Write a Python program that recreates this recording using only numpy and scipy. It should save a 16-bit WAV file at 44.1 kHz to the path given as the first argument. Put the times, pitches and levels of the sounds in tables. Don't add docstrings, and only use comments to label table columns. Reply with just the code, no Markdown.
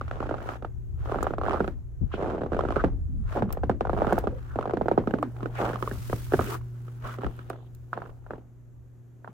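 import sys
import numpy as np
from scipy import signal
from scipy.fft import rfft, irfft, next_fast_len
from scipy.io import wavfile
from scipy.ndimage import uniform_filter1d

SR = 44100
rng = np.random.default_rng(int(sys.argv[2]) if len(sys.argv) > 2 else 0)


def materialize(psi):
    bounded = np.clip(np.atleast_2d(psi).T, -1, 1)
    quanta = np.round(bounded * 32767).astype(np.int16)
    wavfile.write(sys.argv[1], SR, quanta)


N = 411432
TIME = np.arange(N) / SR

# (time [s], body level [dB], body pitch before the start ratio [Hz], snap level [dB])
CRACKS = [(0.0113, -27.5, 457, -25), (0.079, -36, 600, -37), (0.1112, -24, 720, -24.5),
          (0.2031, -21, 465, -27), (0.2266, -21, 563, -34), (0.2575, -31, 560, -42),
          (0.2913, -22, 563, -29), (0.3101, -16, 486, -30.5), (0.3405, -19, 685, -32),
          (0.382, -36, 534, -38), (0.403, -33, 460, -39), (0.4889, -20.5, 570, -25.5),
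          (0.623, -28.5, 470, -38.5), (0.6466, -22, 640, -32.5), (1.0948, -22, 568.4, -36.5),
          (1.12, -18, 477, -26), (1.144, -19, 670, -33), (1.157, -18, 590, -31), (1.171, -30, 580, -43),
          (1.186, -22.5, 710, -31), (1.206, -26, 476, -31.5), (1.227, -19, 730, -24),
          (1.2422, -23, 400, -30.5), (1.2672, -12.5, 580, -25.5), (1.3057, -21, 455, -34),
          (1.336, -19.5, 700, -32), (1.382, -19.5, 580, -29), (1.4133, -18.5, 661.5, -29),
          (1.4345, -22, 570, -29), (1.4525, -27, 560, -29.5), (1.4625, -21, 600, -26),
          (1.479, -31, 600, -28), (1.4833, -14, 600, -33), (1.4945, -35, 600, -27),
          (1.508, -20, 652, -25.5), (1.5164, -33, 600, -31), (1.522, -30, 607, -30), (1.531, -27, 600, -25),
          (1.536, -21.5, 490, -27), (1.5426, -15.5, 580, -30), (1.6037, -10.5, 470, -20.5),
          (1.6432, -20, 490, -28), (1.677, -20.5, 547, -28), (2.1384, -20, 487, -31),
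          (2.2984, -27, 505, -33), (2.347, -20, 448.7, -47), (2.3793, -22.5, 469.6, -36.5),
          (2.4164, -19, 473, -33), (2.4335, -18.5, 455, -33), (2.4608, -22, 463, -36),
          (2.519, -16.5, 450, -31), (2.5314, -20, 443, -28.5), (2.5451, -20.5, 487, -33),
          (2.5656, -18.5, 412, -31), (2.5908, -13.5, 549, -23.5), (2.6071, -19, 550, -25.5),
          (2.636, -17, 445, -44), (2.6506, -18.5, 490, -30.5), (2.6632, -29, 380, -45),
          (2.6857, -22.5, 358, -27), (2.705, -18.5, 459, -27), (2.7221, -25.5, 514, -28.5),
          (2.759, -24, 463, -24), (2.7645, -11.5, 480, -22), (2.8386, -9.5, 582, -26),
          (2.8442, -17.5, 420, -24), (3.4219, -14, 583, -26), (3.4903, -38, 550, -43),
          (3.571, -21.5, 550, -36), (3.634, -15, 545, -28), (3.6951, -9, 560, -23), (3.7125, -31, 500, -34),
          (3.8081, -11.5, 498, -25.5), (3.851, -18, 661, -31), (3.87, -23, 710, -35),
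          (3.8946, -14, 584, -27), (3.9307, -16, 613, -28.5), (3.946, -26, 559, -43),
          (3.9655, -23.5, 569, -39), (3.973, -23, 595, -35), (3.9762, -21, 565, -34),
          (3.987, -19, 504, -30.5), (4.007, -19, 624, -32), (4.0183, -8.5, 503, -25),
          (4.0286, -21, 600, -34), (4.046, -16, 745, -36), (4.0684, -16.5, 500, -26.5),
          (4.0778, -22, 520, -32), (4.0885, -29, 560, -34), (4.0942, -25, 569, -29),
          (4.107, -20, 387, -30.5), (4.1243, -7.5, 652, -22), (4.1793, -12, 514, -24.5),
          (4.2391, -18.5, 467, -40), (4.2709, -13.5, 483, -26.5), (4.557, -19.5, 523, -34),
          (4.5874, -12.5, 543, -30.5), (4.6099, -26.5, 459, -32), (4.6264, -29, 460, -29),
          (4.6552, -18, 537, -32), (4.6744, -20.5, 482, -36), (4.6952, -20, 602, -30.5),
          (4.7085, -20.5, 480, -34), (4.735, -12.5, 352, -28.5), (4.7701, -18, 540, -29),
          (4.811, -12.5, 546, -35), (4.8575, -17, 461, -40), (4.883, -10, 522, -25), (4.9132, -9, 480, -30),
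          (4.9765, -5.5, 525, -25.5), (5.0016, -33, 459, -53), (5.0728, -14, 358, -24.5),
          (5.108, -24.5, 514, -32), (5.1376, -12.5, 380, -23), (5.1848, -25, 384, -34.5),
          (5.2272, -14.0, 550, -22.5), (5.4292, -23.5, 340, -33), (5.4574, -21.5, 375, -27),
          (5.6134, -19, 487.3, -31), (5.6348, -19, 600, -37), (5.6531, -24, 626, -33),
          (5.6976, -20.5, 610, -32), (5.7322, -23.5, 457, -28), (5.7571, -28.5, 600, -27),
          (5.825, -25.5, 480, -20.5), (5.875, -24, 486, -22.5), (5.9122, -25, 343, -26.5),
          (6.097, -24, 350, -32), (6.1287, -16.5, 637, -27), (6.3208, -18.5, 430, -27.5),
          (6.3351, -18.5, 452, -21), (6.3408, -17.5, 480, -21), (6.3912, -14, 445, -20),
          (6.3955, -18, 380, -27), (6.41, -27, 418, -26.5), (6.61, -48, 501, -47), (6.8799, -41, 513, -43),
          (7.1849, -27, 383, -37), (7.2173, -45, 410, -37), (7.2335, -23, 760, -37),
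          (7.2443, -24, 429, -29.5), (7.265, -24.5, 410, -29.5), (7.39, -40.5, 516, -37),
          (7.5008, -22.5, 547, -29)]
# (start [s], bearing down [s], easing [s], creak level [dB],
# first slip rate [1/s], small crack level [dB], small crack pitch before the start ratio [Hz], snap level [dB])
PRESSES = [(0.13, 0.13, 0.3, -43, 63.4, -31, 526, -40.5), (1.05, 0.1, 0.14, -40.5, 74, -28, 574.6, -35.5),
           (1.43, 0.072, 0.094, -35.5, 117, -25, 613, -30),
           (2.175, 0.038, 0.24, -38.5, 96, -21.5, 457, -38), (2.521, 0.053, 0.3, -43, 78, -31, 500, -41),
           (3.35, 0.018, 0.027, -32.5, 241, -22, 530, -37.5), (3.48, 0.02, 0.068, -44.5, 58, -36, 547, -38),
           (3.96, 0.12, .11, -37.5, 97, -26, 635, -34), (4.199, 0.09, 0.034, -49.5, 64, -40, 514, -64),
           (4.55, 0.082, 0.098, -46.5, 76, -30, 496, -55), (4.77, 0.05, 0.093, -50, 76, -40, 485.6, -59),
           (4.9, .27, .09, -48, 65, -41.5, 464.3, -49.5), (5.36, 0.062, 0.051, -44.5, 63, -52, 397, -44),
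           (5.584, 0.016, 0.11, -38, 183, -19.5, 680, -37), (5.731, 0.018, 0.23, -53, 65, -51, 525, -40.5),
           (6.41, 0.057, 0.09, -53, 110, -40.5, 428.6, -39),
           (7.035, 0.011, 0.046, -44.5, 177, -36.5, 551.6, -40), (7.2, 0.035, .025, -43, 70, -49, 600, -39),
           (7.499, 0.0077, 0.059, -43.5, 51.6, -48.5, 601, -41.5),
           (7.945, 0.029, 0.12, -47.5, 67, -35.5, 475.2, -47),
           (8.291, 0.067, 0.026, -53, 59, -38, 399, -55), (9.25, 0.044, 0.026, -56, 64, -56, 600, -67)]
# (time [s], body level [dB], body pitch before the start ratio [Hz], snap level [dB])
LUMPS = [(7.9305, -25.5, 852.7, -25.5), (7.975, -24.5, 645, -34), (8.0181, -30, 500.5, -34.5),
         (8.0596, -42, 579, -41.5), (8.095, -50, 414.4, -52), (8.2641, -38.5, 570, -45),
         (8.3065, -25.5, 550, -33), (8.334, -27.5, 381, -38.5), (9.2449, -37, 650, -37),
         (9.2752, -33.5, 499, -40)]
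# (time [s], level [dB])
HUM_LEVEL = [(0, -40), (1.8, -46), (3.8, -42), (5.5, -39), (6.6, -38), (7.2, -38), (7.7, -44), (8.3, -47.5),
             (8.8, -49), (9.33, -46)]


def from_db(db):
    return 10 ** (np.asarray(db) / 20)


def rms_one(x):
    return x / np.sqrt(np.mean(x ** 2) + 1e-20)


def level_curve(rows):
    seconds, db = np.transpose(rows)
    return from_db(np.interp(TIME, seconds, db))


def panned(pan_db):
    return from_db([[pan_db / 2], [-pan_db / 2]])


def add(out, s, sound):
    at = int(np.clip(s * SR, 0, N - 1))
    out[..., at:at + sound.shape[-1]] += sound[..., :N - at]


def stereo_noise(alike, size=N):
    alike = np.clip(alike, -1, 1)
    mid, side = rng.standard_normal((2, size))
    return (np.sqrt(1 + alike) * mid + np.sqrt(1 - alike) * side * [[1], [-1]]) / np.sqrt(2)


def drift(rate):
    knots = rng.standard_normal(int(N / SR * rate) + 2)
    return rms_one(np.interp(TIME * rate, np.arange(len(knots)), knots))


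def coloured(spectrum, alike, grain_db=0.0, grains_per_s=1500):
    hz, db = np.transpose(spectrum)
    size = next_fast_len(N)
    f = np.maximum(np.arange(size // 2 + 1) * SR / size, 1)
    shape = from_db(np.interp(np.log(f), np.log(hz), db))
    shape = shape * np.minimum(f / hz[0], 1) ** 2
    grains = stereo_noise(alike) * from_db(grain_db * np.minimum(drift(grains_per_s), 2.5))
    return rms_one(irfft(rfft(grains, size) * shape, size)[:, :N])


def pulse(hz, cycles, size=4096, build=1.25, sag_cycles=1e4):
    turn = sag_cycles * np.log1p(hz * TIME[:size] / sag_cycles)
    envelope = (turn / cycles * np.exp(1 - turn / cycles)) ** build
    return np.sin(2 * np.pi * turn) * envelope


def catching(per_s, depth_db):
    return rms_one(from_db(depth_db * np.clip(drift(per_s), -2, 2)))


def effort(start, rise_s, fall_s, sag_db, attack_s, release_s):
    age = TIME - start
    held_db = np.interp(age, [0, rise_s, rise_s + fall_s], [-sag_db, 0, -sag_db])
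    outside = np.maximum(-age, 0) / attack_s + np.maximum(age - rise_s - fall_s, 0) / release_s
    return from_db(held_db) * np.exp(-np.minimum(outside, 20))


def load(sag_db=6.0, attack_s=0.036, release_s=0.069):
    return sum(from_db(db) * effort(start, rise_s, fall_s, sag_db, attack_s, release_s)
               for start, rise_s, fall_s, db, *_ in PRESSES)


def small_cracks(slowing=0.37, uneven=0.252, spread_db=3.5, sag_db=5.5, octaves=0.26, clear_s=0.005, count=40):
    rows, big_s, turn = [], np.array(CRACKS)[:, 0], np.arange(count)
    lucks = rng.uniform(-1, 1, (len(PRESSES), count, 4))
    for (start, rise_s, fall_s, _, per_s, db, hz, crisp_db), luck in zip(PRESSES, lucks):
        length = rise_s + fall_s
        age = (turn + .5 + uneven * luck[:, 0]) / per_s
        age = age * (1 + slowing / 2 * age / length)
        force_db = np.interp(age, [0, rise_s, length], [-sag_db, 0, -sag_db]) + spread_db * luck[:, 1]
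        pitch = hz * 2 ** (octaves * luck[:, 2])
        snap_db = crisp_db + force_db + spread_db * luck[:, 3]
        run = np.transpose([start + age, db + force_db, pitch, snap_db])
        clear = np.abs(run[:, :1] - big_s).min(axis=1) > clear_s
        rows += list(run[clear & (age < length)])
    return rows


def cracks(collapses, body_db=-4.0, body_cycles=1.16, start_ratio=2.058, sag_cycles=2.405,
           length_octaves=0.34, snap_db=-1.0, snap_hz=1330, snap_cycles=1.25, snap_octaves=0.29,
           after_db=-10.5, after_s=0.003703, pan_db=-2.5, snap_pan_db=-5.5, wander_db=2.5,
           left_late_s=.0001, late_spread_s=.0002):
    out = np.zeros((2, N))
    for (s, db, hz, crisp_db), luck in zip(collapses, rng.uniform(-1.12, 1, (len(collapses), 6))):
        knock = pulse(np.clip(hz, 220, 950) * start_ratio, body_cycles * 2 ** (length_octaves * luck[2]),
                      sag_cycles=sag_cycles * 2 ** (.4 * luck[4]))
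        t, late_s = TIME[:len(knock)], left_late_s + late_spread_s * luck[1]
        knock = np.array([np.interp(t - max(side * late_s, 0), t, knock) for side in (1, -1)])
        body = from_db(db + body_db) * knock * panned(pan_db)
        snap = np.array([pulse(snap_hz * 2 ** (snap_octaves * luck[0] + 0.2 * own), snap_cycles)
                         for own in luck[1:3]])
        snap = from_db(crisp_db + snap_db) * snap * panned(snap_pan_db)
        slip = (body + snap) * panned(wander_db * luck[5])
        add(out, s, slip)
        after_slip = from_db(after_db) * slip * panned(9 * luck[4])
        add(out, s + after_s * (1 + 0.56 * luck[3]), after_slip)
    return out


def crumbling(collapses, level_db=-19.5, decay_s=0.014, size=6000):
    level = np.zeros(N)
    for s, _, _, crisp_db in collapses:
        add(level, s, from_db(crisp_db + level_db) * np.exp(-TIME[:size] / decay_s))
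    return level


def creak(collapses, level_db=-4.0, slips_per_s=175, spread_db=4.5, cycles=0.87, tilt_db=-18.0,
          scatter_db=7.0, pan_db=-2.5, even_s=0.026, count=8):
    at = np.cumsum(rng.gamma(6, 1 / 6, 6000) * SR / slips_per_s).astype(int)
    at = at[at < N]
    sizes = from_db(spread_db * np.clip(rng.standard_normal(len(at)), -2, 2))
    out = np.zeros((2, N))
    for hz in np.geomspace(370, 2000, count):
        clicks = np.zeros((2, N))
        scatter = from_db(scatter_db * rng.standard_normal((2, len(at))))
        clicks[:, at] = sizes * rng.normal(0.95, 1, len(at)) * scatter
        grain = pulse(hz, cycles, size=1024) * np.sqrt(hz) * from_db(tilt_db * np.log2(max(hz, 700)))
        out += signal.oaconvolve(clicks, grain[None], axes=1)[:, :N]
    out = rms_one(out)
    out = out / np.sqrt(uniform_filter1d(np.mean(out ** 2, axis=0), int(even_s * SR)) + 0.034)
    return out * (load() * from_db(level_db) + crumbling(collapses)) * panned(pan_db)


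def muffled(x, cut_hz=1750, leak_db=-35.5):
    # (frequency [Hz], width [Hz], level [dB])
    pack = [(389, 80, -10.5), (762, 150, -6), (1275, 344, -3.5)]
    for hz, width, db in pack:
        x = x + from_db(db) * signal.lfilter(*signal.iirpeak(hz, hz / width, fs=SR), x)
    lows = signal.sosfilt(signal.butter(8, cut_hz, fs=SR, output="sos"), x)
    highs = signal.sosfilt(signal.butter(2, cut_hz, "high", fs=SR, output="sos"), x)
    return lows + from_db(leak_db) * highs


def grit(collapses, level_db=-12.5, follow=1.0, usual_swell_s=0.0014, shorter_per_db=0.05, usual_db=-30,
         crackle_db=-28.0):
    # (frequency [Hz], density [dB])
    grit_colour = [(800, 3.5), (1600, 8), (2200, 2.5), (2900, 0.5), (4500, -13), (8000, -19.5),
                   (15500, -34)]
    spray = np.zeros(N)
    for s, _, _, crisp_db in collapses:
        extra_db = crisp_db - usual_db
        swell_s = usual_swell_s * np.exp(-shorter_per_db * extra_db)
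        age = TIME[:2048] / swell_s
        add(spray, s, from_db(usual_db + follow * extra_db + level_db) * age * np.exp(1 - age))
    crackle = from_db(crackle_db) * load() * catching(per_s=460, depth_db=12.5)
    return (spray + crackle) * coloured(grit_colour, alike=0.049, grain_db=3.5)


def pats():
    return cracks(LUMPS, body_db=-2.0, body_cycles=.8, start_ratio=1.9, snap_db=4.0, snap_hz=1500,
                  snap_cycles=.7, snap_octaves=.08, after_db=-15.0)


def crumbs(level_db=-15.0, decay_s=.02, splash_db=8.0, splash_s=0.0017, size=8000):
    # (frequency [Hz], density [dB])
    crumb_colour = [(500, 4), (1000, 9.5), (1600, -4.5), (2000, -20), (2700, -15), (3600, -37),
                    (12000, -41)]
    level, t = np.zeros(N), TIME[:size]
    patter = np.exp(-t / decay_s)
    splash = from_db(splash_db) * t / splash_s * np.exp(1 - t / splash_s)
    for s, _, _, crisp_db in LUMPS:
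        add(level, s, from_db(crisp_db + level_db) * (patter + splash))
    return level * coloured(crumb_colour, alike=0.18, grain_db=4.0)


def friction(strokes, width_hz, alike, edge_s):
    out, smooth = np.zeros((2, N)), signal.butter(2, width_hz, fs=SR, output="sos")
    for s, length, db, first_hz, last_hz in strokes:
        t = TIME[:int(max(length, .02) * SR)]
        phase = 2 * np.pi * np.cumsum(np.linspace(first_hz, last_hz, len(t))) / SR
        rough = stereo_noise(alike, size=len(t)) + 1j * stereo_noise(alike, size=len(t))
        rough = signal.sosfilt(smooth, rough)
        stroke = np.minimum(np.minimum(t, t[-1] - t) / edge_s, 1)
        add(out, s, from_db(db) * stroke * rms_one(np.real(rough * np.exp(1j * phase))))
    return out


def squeaks():
    # (start [s], length [s], level [dB], first pitch [Hz], last pitch [Hz])
    rubs = [(0.464, 0.074, -52, 1227, 1400), (1.535, .06, -44, 1347, 1340), (2.112, 0.035, -46, 1196, 1477),
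            (2.755, 0.065, -36.5, 1262, 1367), (3.352, 0.047, -35, 683, 857),
            (4.485, 0.07, -50, 1400, 1330), (5.581, 0.089, -40, 714, 782),
            (6.516, 0.049, -39.5, 1072, 1147), (7.035, 0.12, -44, 1200, 1353)]
    return friction(rubs, width_hz=180, alike=0.67, edge_s=0.0057) * catching(per_s=110, depth_db=3.5)


def rasps():
    # (start [s], length [s], level [dB], first pitch [Hz], last pitch [Hz])
    rasp_rows = [(2.115, 0.061, -49, 2700, 2895), (5.555, 0.054, -42, 1894, 2214),
                 (6.455, 0.036, -46, 2290, 2770), (7.04, 0.098, -60, 2600, 2980),
                 (7.28, 0.17, -69.5, 2900, 3154), (7.45, 0.24, -74, 3260, 3295)]
    return friction(rasp_rows, width_hz=550, alike=.1, edge_s=0.018) * catching(per_s=510, depth_db=1.0)


def deck(x, wet_db=-2.5, alike_hz=800, build_s=0.0013):
    # (frequency [Hz], level [dB], time to fall by 60 dB [s])
    deck_bands = [(221, -1, 0.33), (378, -6, 0.16), (780, -11, 0.024), (1240, -16.5, 0.18),
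                  (2848, -14.5, 0.07)]
    out, rise = x, np.exp(-1 / (build_s * SR))
    for hz, db, t60 in deck_bands:
        band = signal.butter(2, [hz / np.sqrt(2), hz * np.sqrt(2)], "band", fs=SR, output="sos")
        keep = np.exp(-np.log(1e6) / (t60 * SR))
        fed = np.mean(signal.sosfilt(band, x) ** 2, axis=0) + 1e-18
        stored = signal.lfilter([(1 - keep) * (1 - rise)], np.poly([keep, rise]), fed)
        ringing = rms_one(signal.sosfilt(band, stereo_noise(1 / (1 + (hz / alike_hz) ** 2))))
        out = out + from_db(db + wet_db) * np.sqrt(np.abs(stored)) * ringing
    return out


def groans():
    # (start [s], length [s], level [dB], first pitch [Hz], last pitch [Hz])
    groan_rows = [(3.07, 0.18, -42.5, 229.6, 196), (3.38, 0.13, -31, 263, 171.6),
                  (4.28, 0.12, -44, 554, 484), (5.14, 0.18, -37, 303.3, 258),
                  (5.41, 0.085, -39, 290, 273.4), (6.32, 0.076, -57, 375, 374),
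                  (6.44, 0.15, -39.5, 377.5, 353)]
    return friction(groan_rows, width_hz=38.5, alike=0.65, edge_s=0.036)


def thuds(level_db=-4.0, cycles=1.0, upper_ratio=1.8, upper_db=-10.5):
    # (time [s], level [dB], pitch [Hz])
    thud_rows = [(2.52, -29, 93.4), (3.422, -19, 121), (5.073, -17, 231), (5.137, -11, 249),
                 (5.975, -26, 94.6), (6.13, -22, 121), (6.3366, -7.5, 387), (6.345, -17.5, 124),
                 (6.38, -18.5, 91.4), (7.955, -37, 230), (8.332, -35, 210), (9.287, -39, 189.3)]
    out = np.zeros((2, N))
    for s, db, hz in thud_rows:
        upper = from_db(upper_db) * pulse(hz * upper_ratio, 2 * cycles)
        add(out, s, from_db(db + level_db) * (pulse(hz, cycles) + upper))
    return out


def swish(brush_db=5.5, hiss_db=0.0, flutter_db=2.0, sag_db=5.5, attack_s=0.031, release_s=0.018):
    # (start [s], speeding up [s], slowing [s], soft brush level [dB], bright hiss level [dB])
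    sweeps = [(0.0, 0.23, .19, -55.5, -84), (0.43, .1, 0.031, -50, -62.5), (1.018, 0.081, 0.22, -53.5, -67),
              (1.439, 0.24, 0.037, -57.5, -67), (2.135, 0.0076, 0.21, -52.5, -78),
              (2.53, 0.21, 0.14, -54.5, -71.5), (3.3, 0.063, 0.032, -49, -62),
              (3.922, 0.26, 0.07, -55, -62.5), (4.251, 0.25, 0.17, -61, -71), (4.801, 0.82, .2, -71, -68),
              (5.563, 0.025, 0.17, -43.5, -54.5), (5.802, 0.35, 0.2, -59, -49),
              (6.328, 0.21, 0.021, -46.5, -43), (6.57, 0.37, 0.18, -68.5, -67.5),
              (7.046, 0.032, 0.08, -49, -56.5), (7.16, 0.063, 0.31, -63.5, -67),
              (7.659, 0.42, 0.11, -78, -73.5), (8.238, 0.079, 0.092, -73, -79)]
    # (frequency [Hz], density [dB])
    brush_colour = [(300, 3), (700, 12), (1400, 17), (2100, 4), (3000, 0.5), (4500, -9), (7000, -11.5),
                    (15000, -35.5)]
    # (frequency [Hz], density [dB])
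    hiss_colour = [(2000, 1), (4000, -2.5), (6500, -3), (10000, -4), (15500, -2.5)]
    brush, hiss = 0, 0
    for start, rise_s, fall_s, soft_db, bright_db in sweeps:
        speed = effort(start, rise_s, fall_s, sag_db, attack_s, release_s)
        brush = np.maximum(brush, from_db(soft_db) * speed)
        hiss = np.maximum(hiss, from_db(bright_db) * speed)
    soft = from_db(brush_db) * brush * coloured(brush_colour, alike=0.031, grain_db=1.5)
    soft = soft * catching(per_s=160, depth_db=2.5)
    bright = from_db(hiss_db) * hiss * coloured(hiss_colour, alike=0.0)
    return (soft + bright) * from_db(flutter_db * drift(270))


def ticks(level_db=-18.0, decay_s=0.0013, sharpness=12.0, broad_db=-7.0, tail_db=-15.5, tail_s=.012,
          low_share=0.06, size=3072):
    # (time [s], level [dB], pitch [Hz])
    tick_rows = [(1.2289, -20, 7000), (3.5253, -15.5, 13900), (4.128, -24, 6840), (4.186, -19.5, 12840),
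                 (5.2261, -32, 7600), (7.364, -42, 13060), (7.4982, -26.5, 8900), (7.748, -36, 12700)]
    out, t = np.zeros((2, N)), TIME[:size]
    shape = t / decay_s * np.exp(1 - t / decay_s) + from_db(tail_db) * np.exp(-t / tail_s)
    for s, db, hz in tick_rows:
        highpass = signal.butter(2, hz * min(low_share, 1), "high", fs=SR, output="sos")
        burst = signal.sosfilt(highpass, stereo_noise(0.19, size=size))
        rings = signal.lfilter(*signal.iirpeak(min(hz, 15000), sharpness, fs=SR), burst)
        rings = rings + from_db(broad_db) * burst
        add(out, s, from_db(db + level_db) * rms_one(rings) * shape)
    return out


def puffs(level_db=0.0, swell_s=0.02, pan_db=11.5, size=8192):
    # (time [s], level [dB], upper edge [Hz])
    puff_rows = [(2.006, -21, 160), (2.9, -29.5, 70), (7.03, -35.5, 69), (7.244, -25, 68),
                 (7.725, -47, 70.7)]
    out, age = np.zeros((2, N)), TIME[:size] / swell_s
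    swell = (age * np.exp(1 - age)) ** 2
    for s, db, hz in puff_rows:
        band = signal.butter(3, [25, hz], "band", fs=SR, output="sos")
        thump = signal.sosfilt(band, stereo_noise(0, size=2 * size))[:, size:]
        add(out, s, from_db(db + level_db) * rms_one(thump) * swell * panned(pan_db))
    return out


def hum(level_db=0.0, waver_db=1.5):
    # (frequency [Hz], level [dB])
    hum_partials = [(120.0, -1.5), (146.7, -27.5), (240.0, -24), (359.9, -24), (389.2, -29.5)]
    partials = 0
    for hz, db in hum_partials:
        tone = np.sin(2 * np.pi * (hz * TIME + rng.random()))
        partials = partials + from_db(db + waver_db * drift(2.134)) * tone
    return np.sqrt(2) * from_db(level_db) * level_curve(HUM_LEVEL) * partials


def air(level_db=-3.0, pan_db=1.5, follow=0.45, gust_db=1.87, gusts_per_s=9, still_end_db=-59.5):
    # (time [s], level [dB])
    air_level = [(0, -29.5), (0.6, -39), (0.85, -32), (1.05, -27.5), (1.4, -30.5), (1.9, -32.5), (2.2, -33),
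                 (2.4, -39), (2.8, -26.5), (3.4, -28), (4.2, -30), (4.8, -39.5), (5.5, -41.5), (6.35, -32),
                 (6.8, -47.5), (7.5, -47), (8.3, -48.5), (9.33, -58)]
    # (frequency [Hz], density [dB])
    air_colour = [(15, -12), (30, 3), (70, 6), (110, -1.5), (180, -17.5), (300, -36.5), (600, -69.5)]
    # (frequency [Hz], density [dB])
    still_colour = [(140, 9), (200, 3.5), (290, 4), (420, -2.5), (700, -10.5), (1000, -15.5), (1500, -17),
                    (2200, -25), (5000, -35), (6600, -26), (9600, -37.5), (12200, -28.5), (15500, -42)]
    flow = level_curve(air_level) * from_db(level_db + gust_db * drift(gusts_per_s))
    rumble = flow * coloured(air_colour, alike=0.0) * panned(pan_db)
    drone = level_curve(HUM_LEVEL)
    hush_level = from_db(still_end_db) * (drone / drone[-1]) ** follow
    return rumble + hush_level * coloured(still_colour, alike=0.35)


def scene():
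    collapses = list(CRACKS) + small_cracks()
    packed = muffled(cracks(collapses) + pats() + creak(collapses))
    snow = packed + grit(collapses) + crumbs() + squeaks() + rasps()
    return deck(snow) + groans() + thuds() + puffs() + ticks() + swish() + hum() + air()


def record(dry, cutoff_hz=15900):
    return signal.sosfilt(signal.ellip(10, .1, 70, cutoff_hz, fs=SR, output="sos"), dry)


dry = scene()
out = record(dry)
materialize(out)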